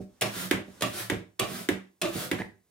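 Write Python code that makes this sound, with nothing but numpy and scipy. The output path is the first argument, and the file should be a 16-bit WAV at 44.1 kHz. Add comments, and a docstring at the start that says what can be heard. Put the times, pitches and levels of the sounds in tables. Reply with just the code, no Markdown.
"""A small kitchen: a potato is pushed four times over a wooden slicer resting in a plastic bowl.
On each stroke the blade bites with a crunch, the board judders, the wet slice hisses over the blade,
and the stop gives a hollow knock. Soft, low bumps boom briefly in the room. The potato is
drawn back with a light rub, the last time with a squeak. Faint room tone lies under it all."""
import sys
import numpy as np
from scipy import signal
from scipy.fft import rfft, irfft, next_fast_len
from scipy.io import wavfile
from scipy.ndimage import uniform_filter1d

SR = 44100
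rng = np.random.default_rng(int(sys.argv[2]) if len(sys.argv) > 2 else 0)


def transcribe(signal):
    """Save signal, clipped to [-1, 1], as a 16-bit WAV file at the path in sys.argv[1]."""
    frames = np.atleast_2d(signal).T
    limited = np.clip(frames, -1, 1)
    pcm = np.round(limited * 32767).astype(np.int16)
    wavfile.write(sys.argv[1], SR, pcm)


N = 119070
T = np.arange(N) / SR
GRAINS_PER_S, SLIPS_PER_S = 9900, 1800  # fine crackle, coarser stick-slip


def amp(db):
    """Decibels to gain."""
    return 10 ** (np.asarray(db) / 20)


def unit(x):
    """x scaled to rms 1."""
    return x / np.sqrt(np.mean(x ** 2) + 1e-20)


def along(points, hz):
    """A curve of (frequency, value) points, read at hz on a log axis."""
    f, v = np.transpose(points)
    return np.interp(np.log(hz + 1), np.log(f + 1), v)


def filtered(x, response):
    """x through a complex frequency response."""
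    size = 2 * next_fast_len(N)
    return irfft(rfft(x, size) * response(np.fft.rfftfreq(size, 1 / SR)), size)[..., :N]


def causal(db, hz):
    """The minimum-phase response with a gain of db at the frequencies hz."""
    cepstrum = irfft(np.log(amp(db)) * np.ones_like(hz))
    half = len(cepstrum) // 2
    cepstrum[1:half] *= 2
    cepstrum[half + 1:] = 0
    return np.exp(rfft(cepstrum))


def colour(x, eq):
    """x through an EQ curve, with make-up gain that holds the power of white noise."""
    rms_gain = np.sqrt(np.mean(amp(along(eq, np.linspace(0, SR / 2, N))) ** 2))
    return filtered(x, lambda hz: causal(along(eq, hz), hz)) / rms_gain


def resonate(x, peaks):
    """x through a resonator bank of alternating polarity that holds the power of white noise."""
    def response(f):
        bank = sum((-1) ** k * amp(db) * 1j * f * width / (hz * hz - f * f + 1j * f * width)
                   for k, (hz, width, db) in enumerate(peaks))
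        return bank / np.sqrt(np.mean(abs(bank) ** 2))
    return filtered(x, response)


def grains(rate, spread_db):
    """Crackle: tiny random clicks of uneven size, rms 1."""
    clicks = (rng.random(N) < rate / SR) * np.sign(rng.standard_normal(N))
    return unit(clicks * amp(spread_db * (2 * rng.random(N) - 1)))


def gate(start, length, attack_s, release_s):
    """Attack, hold, exponential release."""
    attack = np.clip((T - start) / attack_s, 0, 1)
    return attack * np.exp(-np.maximum(T - start - length, 0) / release_s)


def arch(start, length, power):
    """Speed of the hand: it swells and falls over one movement."""
    return np.maximum(np.sin(np.pi * np.clip((T - start) / length, 0, 1)), 1e-9) ** power


def ring(start, modes, rise_s, spread_db=1):
    """Modes struck together, their balance a little different on each hit."""
    t = np.maximum(T - start, 0)[:, None][T < start + .5]
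    hz, db, t60 = np.transpose(modes)
    decay = amp(db + spread_db * rng.standard_normal(len(hz)) - 60 * t / t60)
    attack = 1 - np.exp(-(t / rise_s) ** 2)
    partials = decay * np.sin(2 * np.pi * hz * t) * attack
    return np.pad(partials.sum(axis=1), (0, N - len(t)))


# reverb time of the kitchen (frequency [Hz], t60 [s])
ROOM_DECAY = [(100, 0.31), (300, 0.31), (800, 0.31), (2000, 0.3), (5000, 0.3), (14000, 0.22)]
# stereo image of the reverb (frequency [Hz], left-right correlation [0 to 1])
ROOM_IMAGE = [(100, 0.94), (200, 0.96), (350, 0.058), (600, .3), (1000, 0), (2500, 0), (12000, 0.11)]
def reflections(rise_s=0.0021):
    """The short tail off hard walls: near mono in the bass, wide in the treble."""
    hz, t, noise = signal.stft(rng.standard_normal((2, SR // 2)), SR, nperseg=256)
    width = np.arccos(np.clip(along(ROOM_IMAGE, hz), -1, 1))[:, None] / 2
    tail = noise * amp(-60 * t / along(ROOM_DECAY, hz)[:, None]) * (1 - np.exp(-t / rise_s))
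    mid, side = signal.istft(tail * np.array([np.cos(width), np.sin(width)]), SR, nperseg=256)[1]
    return np.array([mid + side, mid - side]) / np.linalg.norm(mid + side)


def kitchen(x, wet_db, scatter=0, scatter_decay_s=0.0036, scatter_above_hz=2600):
    """Direct sound, treble scattered by bowl and counter, and the room's tail."""
    sides = np.array([[.5], [-.5]])
    pan_db, lead_s = -1.5, .00004  # left relative to right
    y = filtered(x, lambda f: amp(sides * pan_db) * np.exp(2j * np.pi * f * lead_s * sides))
    highpass = signal.butter(2, scatter_above_hz, 'high', fs=SR, output='sos')
    # the hand moves, so each stroke meets other reflections
    edges = [0] + [s + .2 for s, _, _ in KNOCKS[:-1]] + [N / SR]
    for start, end in zip(edges, edges[1:]):
        tail = amp(wet_db) * reflections()
        burst = rng.standard_normal(tail.shape) * np.exp(-T[:tail.shape[1]] / scatter_decay_s)
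        early = signal.sosfilt(highpass, burst)
        tail += scatter * early / np.linalg.norm(early, axis=1, keepdims=True)
        first = int(start * SR)
        wet = signal.fftconvolve(x[None, first:int(end * SR)], tail, axes=1)[:, :N - first]
        y[:, first:first + wet.shape[1]] += wet
    return y / np.hypot(1, amp(wet_db))


# EQ of the room tone (frequency [Hz], relative level [dB])
ROOM_TONE_EQ = [(25, -7), (60, 1.5), (180, 0.5), (400, -4), (1000, -11), (3000, -16.5), (7000, -12.5),
                (15000, -10)]
def room_tone():
    """A faint, steady bed of low rumble and air."""
    return amp(-72.5) * kitchen(colour(rng.standard_normal(N), ROOM_TONE_EQ), wet_db=-7)


# a low ring dying away at the start, then soft, low bumps (time [s], level [dB])
BUMPS = [(0, -33), (0.363, -36.5), (0.536, -26.5), (.586, -37), (0.679, -43.5), (1.116, -24),
         (1.165, -32.5), (1.512, -39.5), (1.709, -28.5), (2.152, -28.5), (2.328, -26.5), (2.353, -36),
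         (2.397, -29)]
# low ring of the room (frequency [Hz], level [dB], t60 [s])
ROOM_MODES = [(103.3, -4, 0.18), (172, -14, 0.081), (190.9, 0, 0.2), (230.3, -3.5, 0.12), (332, 1.5, 0.088),
              (383, -1.5, .1), (455, -7.5, .15), (603, -8, 0.13), (743.4, -16.5, 0.17)]
def low_bumps():
    """Soft, low bumps boom briefly in the room."""
    bumps = sum(amp(db) * ring(s, ROOM_MODES, rise_s=0.0023) for s, db in BUMPS)
    return kitchen(bumps, wet_db=-4)


# back strokes (time [s], length [s], level [dB])
BACK_STROKES = [(0, 0.032, -57), (0.077, 0.22, -67.5), (0.64, 0.35, -55), (1.869, 0.093, -84),
                (2.368, 0.043, -46.5)]
# EQ of the soft rub (frequency [Hz], relative level [dB])
RUB_EQ = [(200, 7), (1500, -1.5), (3000, -6.5), (5500, -7), (9000, -7.5), (15000, -13.5)]
def back_rubs():
    """The potato rubs lightly over the board on its way back."""
    swell = sum(amp(db) * arch(s, length, power=0.34) for s, length, db in BACK_STROKES)
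    return kitchen(colour(swell * rng.standard_normal(N), RUB_EQ), wet_db=3.5)


# bites of the blade (time [s], crunch level [dB], snap level [dB], length [s])
BITES = [(0.2103, -30.5, -25, 0.0037), (0.2171, -19.5, -29, 0.0057), (.8085, -30, -32.5, 0.0024),
         (.821, -17, -29, 0.0025), (1.3943, -22.5, -24.5, 0.0044), (2.0154, -25, -29, 0.0065)]
# EQ of the full-bodied crunch (frequency [Hz], relative level [dB])
CRUNCH_EQ = [(100, -7), (500, 11), (1000, 0), (1700, 3.5), (2800, 7), (4500, -2), (7000, -7.5),
             (9000, -8.5), (12000, -8.5), (16000, -17)]
# EQ of the bright snap (frequency [Hz], relative level [dB])
SNAP_EQ = [(500, -22.5), (3000, -2.5), (6000, -6.5), (8700, 2.5), (11500, -5.5), (15500, -5)]
def blade_bites():
    """Crisp cells burst as the blade enters: a bright snap on top of a crunch."""
    crunch_env = sum(amp(db) * gate(s, length, attack_s=.0008, release_s=.003)
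                     for s, db, _, length in BITES)
    crunch = colour(crunch_env * grains(GRAINS_PER_S, spread_db=3.5), CRUNCH_EQ)
    roomy_crunch = kitchen(crunch, wet_db=1, scatter=1.0)
    snap_env = sum(amp(db) * gate(s, length, attack_s=0.00033, release_s=0.0013)
                   for s, _, db, length in BITES)
    snap = colour(snap_env * grains(GRAINS_PER_S, spread_db=7.5), SNAP_EQ)
    return roomy_crunch + kitchen(snap, wet_db=-9, scatter=0.69)


# judders as each cut opens (time [s], length [s], level [dB])
JUDDERS = [(0.212, 0.05, -33), (0.817, 0.022, -27.5), (1.391, 0.035, -27.5), (2.018, 0.037, -28.5)]
# body of the wooden board (frequency [Hz], bandwidth [Hz], relative level [dB])
BOARD_BODY = [(52.1, 6.1, -9), (115.6, 13, 6.5), (198, 18, 8), (265.4, 27, -1.5), (342, 42, 4),
              (448, 50, -5), (558, 40, -0.5), (624, 59, 3.5), (759, 40, -3), (1154, 99, -1.5),
              (1342, 89, -13), (2430, 430, -9), (2850, 460, -10), (3670, 400, -15.5)]
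# EQ of the tearing potato (frequency [Hz], relative level [dB])
TEAR_EQ = [(200, -3.5), (1000, 0.5), (3000, -2.5), (5000, -7), (9000, -12.5), (15000, -25.5)]
def board_judders():
    """The potato sticks, slips and tears against the blade, shaking the board."""
    force = sum(amp(db) * gate(s, length, attack_s=0.0034, release_s=0.018) for s, length, db in JUDDERS)
    tearing = amp(-8) * colour(force * grains(GRAINS_PER_S, spread_db=12), TEAR_EQ)
    judder = resonate(force * grains(SLIPS_PER_S, spread_db=4.5), BOARD_BODY)
    return kitchen(judder + tearing, wet_db=-2)


# passes of the slice over the blade (time [s], length [s], hiss level [dB], rumble level [dB])
SLIDES = [(0.325, 0.14, -37, -41.5), (0.924, 0.11, -36.5, -41), (1.471, .15, -45.5, -40),
          (2.12, 0.14, -37.5, -37.5)]
# EQ of the wet hiss (frequency [Hz], relative level [dB])
HISS_EQ = [(100, -17), (600, -0.5), (900, 1), (1500, 7), (2200, 2), (3600, 3), (5000, 0.5), (7000, -1),
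           (9200, 1), (11000, 0.5), (15500, -1)]
# low resonances of the room (frequency [Hz], bandwidth [Hz], relative level [dB])
RUMBLE_RESONANCES = [(52.7, 9.1, -39), (115.8, 9.1, 6.5), (179.5, 21, 3.5), (264.6, 75, -3), (350, 81, -1),
                     (407.8, 45, -3), (491.4, 32, -8), (593.4, 90, -4), (780, 52, -21.5)]
def slice_slides(drag_db=-45.5):
    """The wet slice hisses across the blade, over a low rumble in the room."""
    # steady friction from the judder until just before the knock
    drag = sum(gate(judder[0], knock[0] - judder[0] - .05, attack_s=0.027, release_s=.01)
               for judder, knock in zip(JUDDERS, KNOCKS))
    hiss_env = sum(amp(db) * arch(s, length, power=0.59) for s, length, db, _ in SLIDES)
    rumble_env = sum(amp(db) * arch(s, length, power=.4) for s, length, _, db in SLIDES)
    hiss = colour((amp(drag_db) * drag + hiss_env) * grains(GRAINS_PER_S, spread_db=10.5), HISS_EQ)
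    rumble = resonate(rumble_env * grains(SLIPS_PER_S, spread_db=5.5), RUMBLE_RESONANCES)
    return kitchen(hiss + rumble, wet_db=4)


# knocks that end the strokes (time [s], clack level [dB], thump level [dB])
KNOCKS = [(.5112, -16.5, -13), (1.0991, -20.5, -21.5), (1.688, -20, -13), (2.3141, -21.5, -18)]
# high, woody ring of the slicer (frequency [Hz], level [dB], t60 [s])
CLACK_MODES = [(1646, -7, 0.056), (1738, -1.5, 0.033), (1968, 0, 0.024), (2014, 0, 0.019),
               (2148, 0.5, 0.023), (2350, -18.5, 0.15), (2690, -11.5, 0.051), (3050, -7.5, 0.021),
               (3580, -11, 0.01), (3640, -9, 0.013)]
# low, hollow ring of the slicer (frequency [Hz], level [dB], t60 [s])
THUMP_MODES = [(343, 8, 0.034), (303, -6.5, 0.076), (372, -4, 0.03), (460, -16.5, 0.046), (542, -15, 0.12),
               (739, -19.5, .05)]
# EQ of the impact transient (frequency [Hz], relative level [dB])
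CRACK_EQ = [(200, 1.5), (900, 10), (2000, 7.5), (3500, 5), (4400, -3.5), (7500, -4.5), (11000, -6.5),
            (16000, -11.5)]
def stop_knocks(crack_over_clack_db=18):
    """The stroke hits its stop: a crack, a wooden clack and a slower hollow thump."""
    clack = sum(amp(db) * ring(s, CLACK_MODES, rise_s=0.0008) for s, db, _ in KNOCKS)
    thump = sum(amp(db) * ring(s, THUMP_MODES, rise_s=0.0039) for s, _, db in KNOCKS)
    impacts = np.zeros(N)
    for s, db, _ in KNOCKS:
        impacts[round(s * SR)] = amp(db + crack_over_clack_db)
    return (kitchen(clack, wet_db=-2.5, scatter=0.42)
            + kitchen(colour(impacts, CRACK_EQ), wet_db=10, scatter=4.06)
            + kitchen(thump, wet_db=-6))


# chirps that make up the squeak (time [s], length [s], pitch [Hz], level [dB])
CHIRPS = [(2.3855, 0.0064, 1671, -34.5), (2.398, 0.015, 1724, -35), (2.4175, 0.0017, 1880, -28)]
# EQ of the squeak's rasp (frequency [Hz], relative level [dB])
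RASP_EQ = [(200, 5), (600, -0.5), (850, 16.5), (1200, -3.5), (2100, 11.5), (2800, -2), (3700, -4),
           (5000, -15), (15000, -39)]
def skin_squeak(wobble=0.0507, rasp_db=-2):
    """Wet skin sticks and slips on the board: brief, wavering tones with a raspy edge."""
    squeak = np.zeros(N)
    for s, length, hz, db in CHIRPS:
        pitch = hz * (1 + wobble * unit(uniform_filter1d(rng.standard_normal(N), size=60)))
        tone = np.sin(2 * np.pi * np.cumsum(pitch) / SR)
        rasp = amp(rasp_db) * colour(rng.standard_normal(N), RASP_EQ)
        squeak += amp(db) * gate(s, length, attack_s=0.0019, release_s=0.0021) * (tone + rasp)
    return kitchen(squeak, wet_db=-7)


def scene():
    """The stereo mix: four slicing strokes and the handling around them, over room tone."""
    bed = room_tone()
    strokes = blade_bites() + board_judders() + slice_slides() + stop_knocks()
    handling = low_bumps() + back_rubs() + skin_squeak()
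    return bed + strokes + handling


# tonal balance of the microphone pair (frequency [Hz], left minus right level [dB])
MIC_BALANCE = [(100, -3), (300, -5), (550, -1), (1200, -1.5), (2200, 0), (5000, 0), (14000, -2)]
def record(dry, low_cut_hz=42, high_cut_hz=15700):
    """Two microphones, each with its own colour; the deepest bass and the very top are cut."""
    y = filtered(dry, lambda hz: np.array([causal(s * along(MIC_BALANCE, hz), hz) for s in (.5, -.5)]))
    y = signal.sosfilt(signal.butter(4, low_cut_hz, 'high', fs=SR, output='sos'), y)
    return filtered(y, lambda hz: 1 / np.hypot(1, (hz / high_cut_hz) ** 70))


dry = scene()
out = record(dry)
transcribe(out)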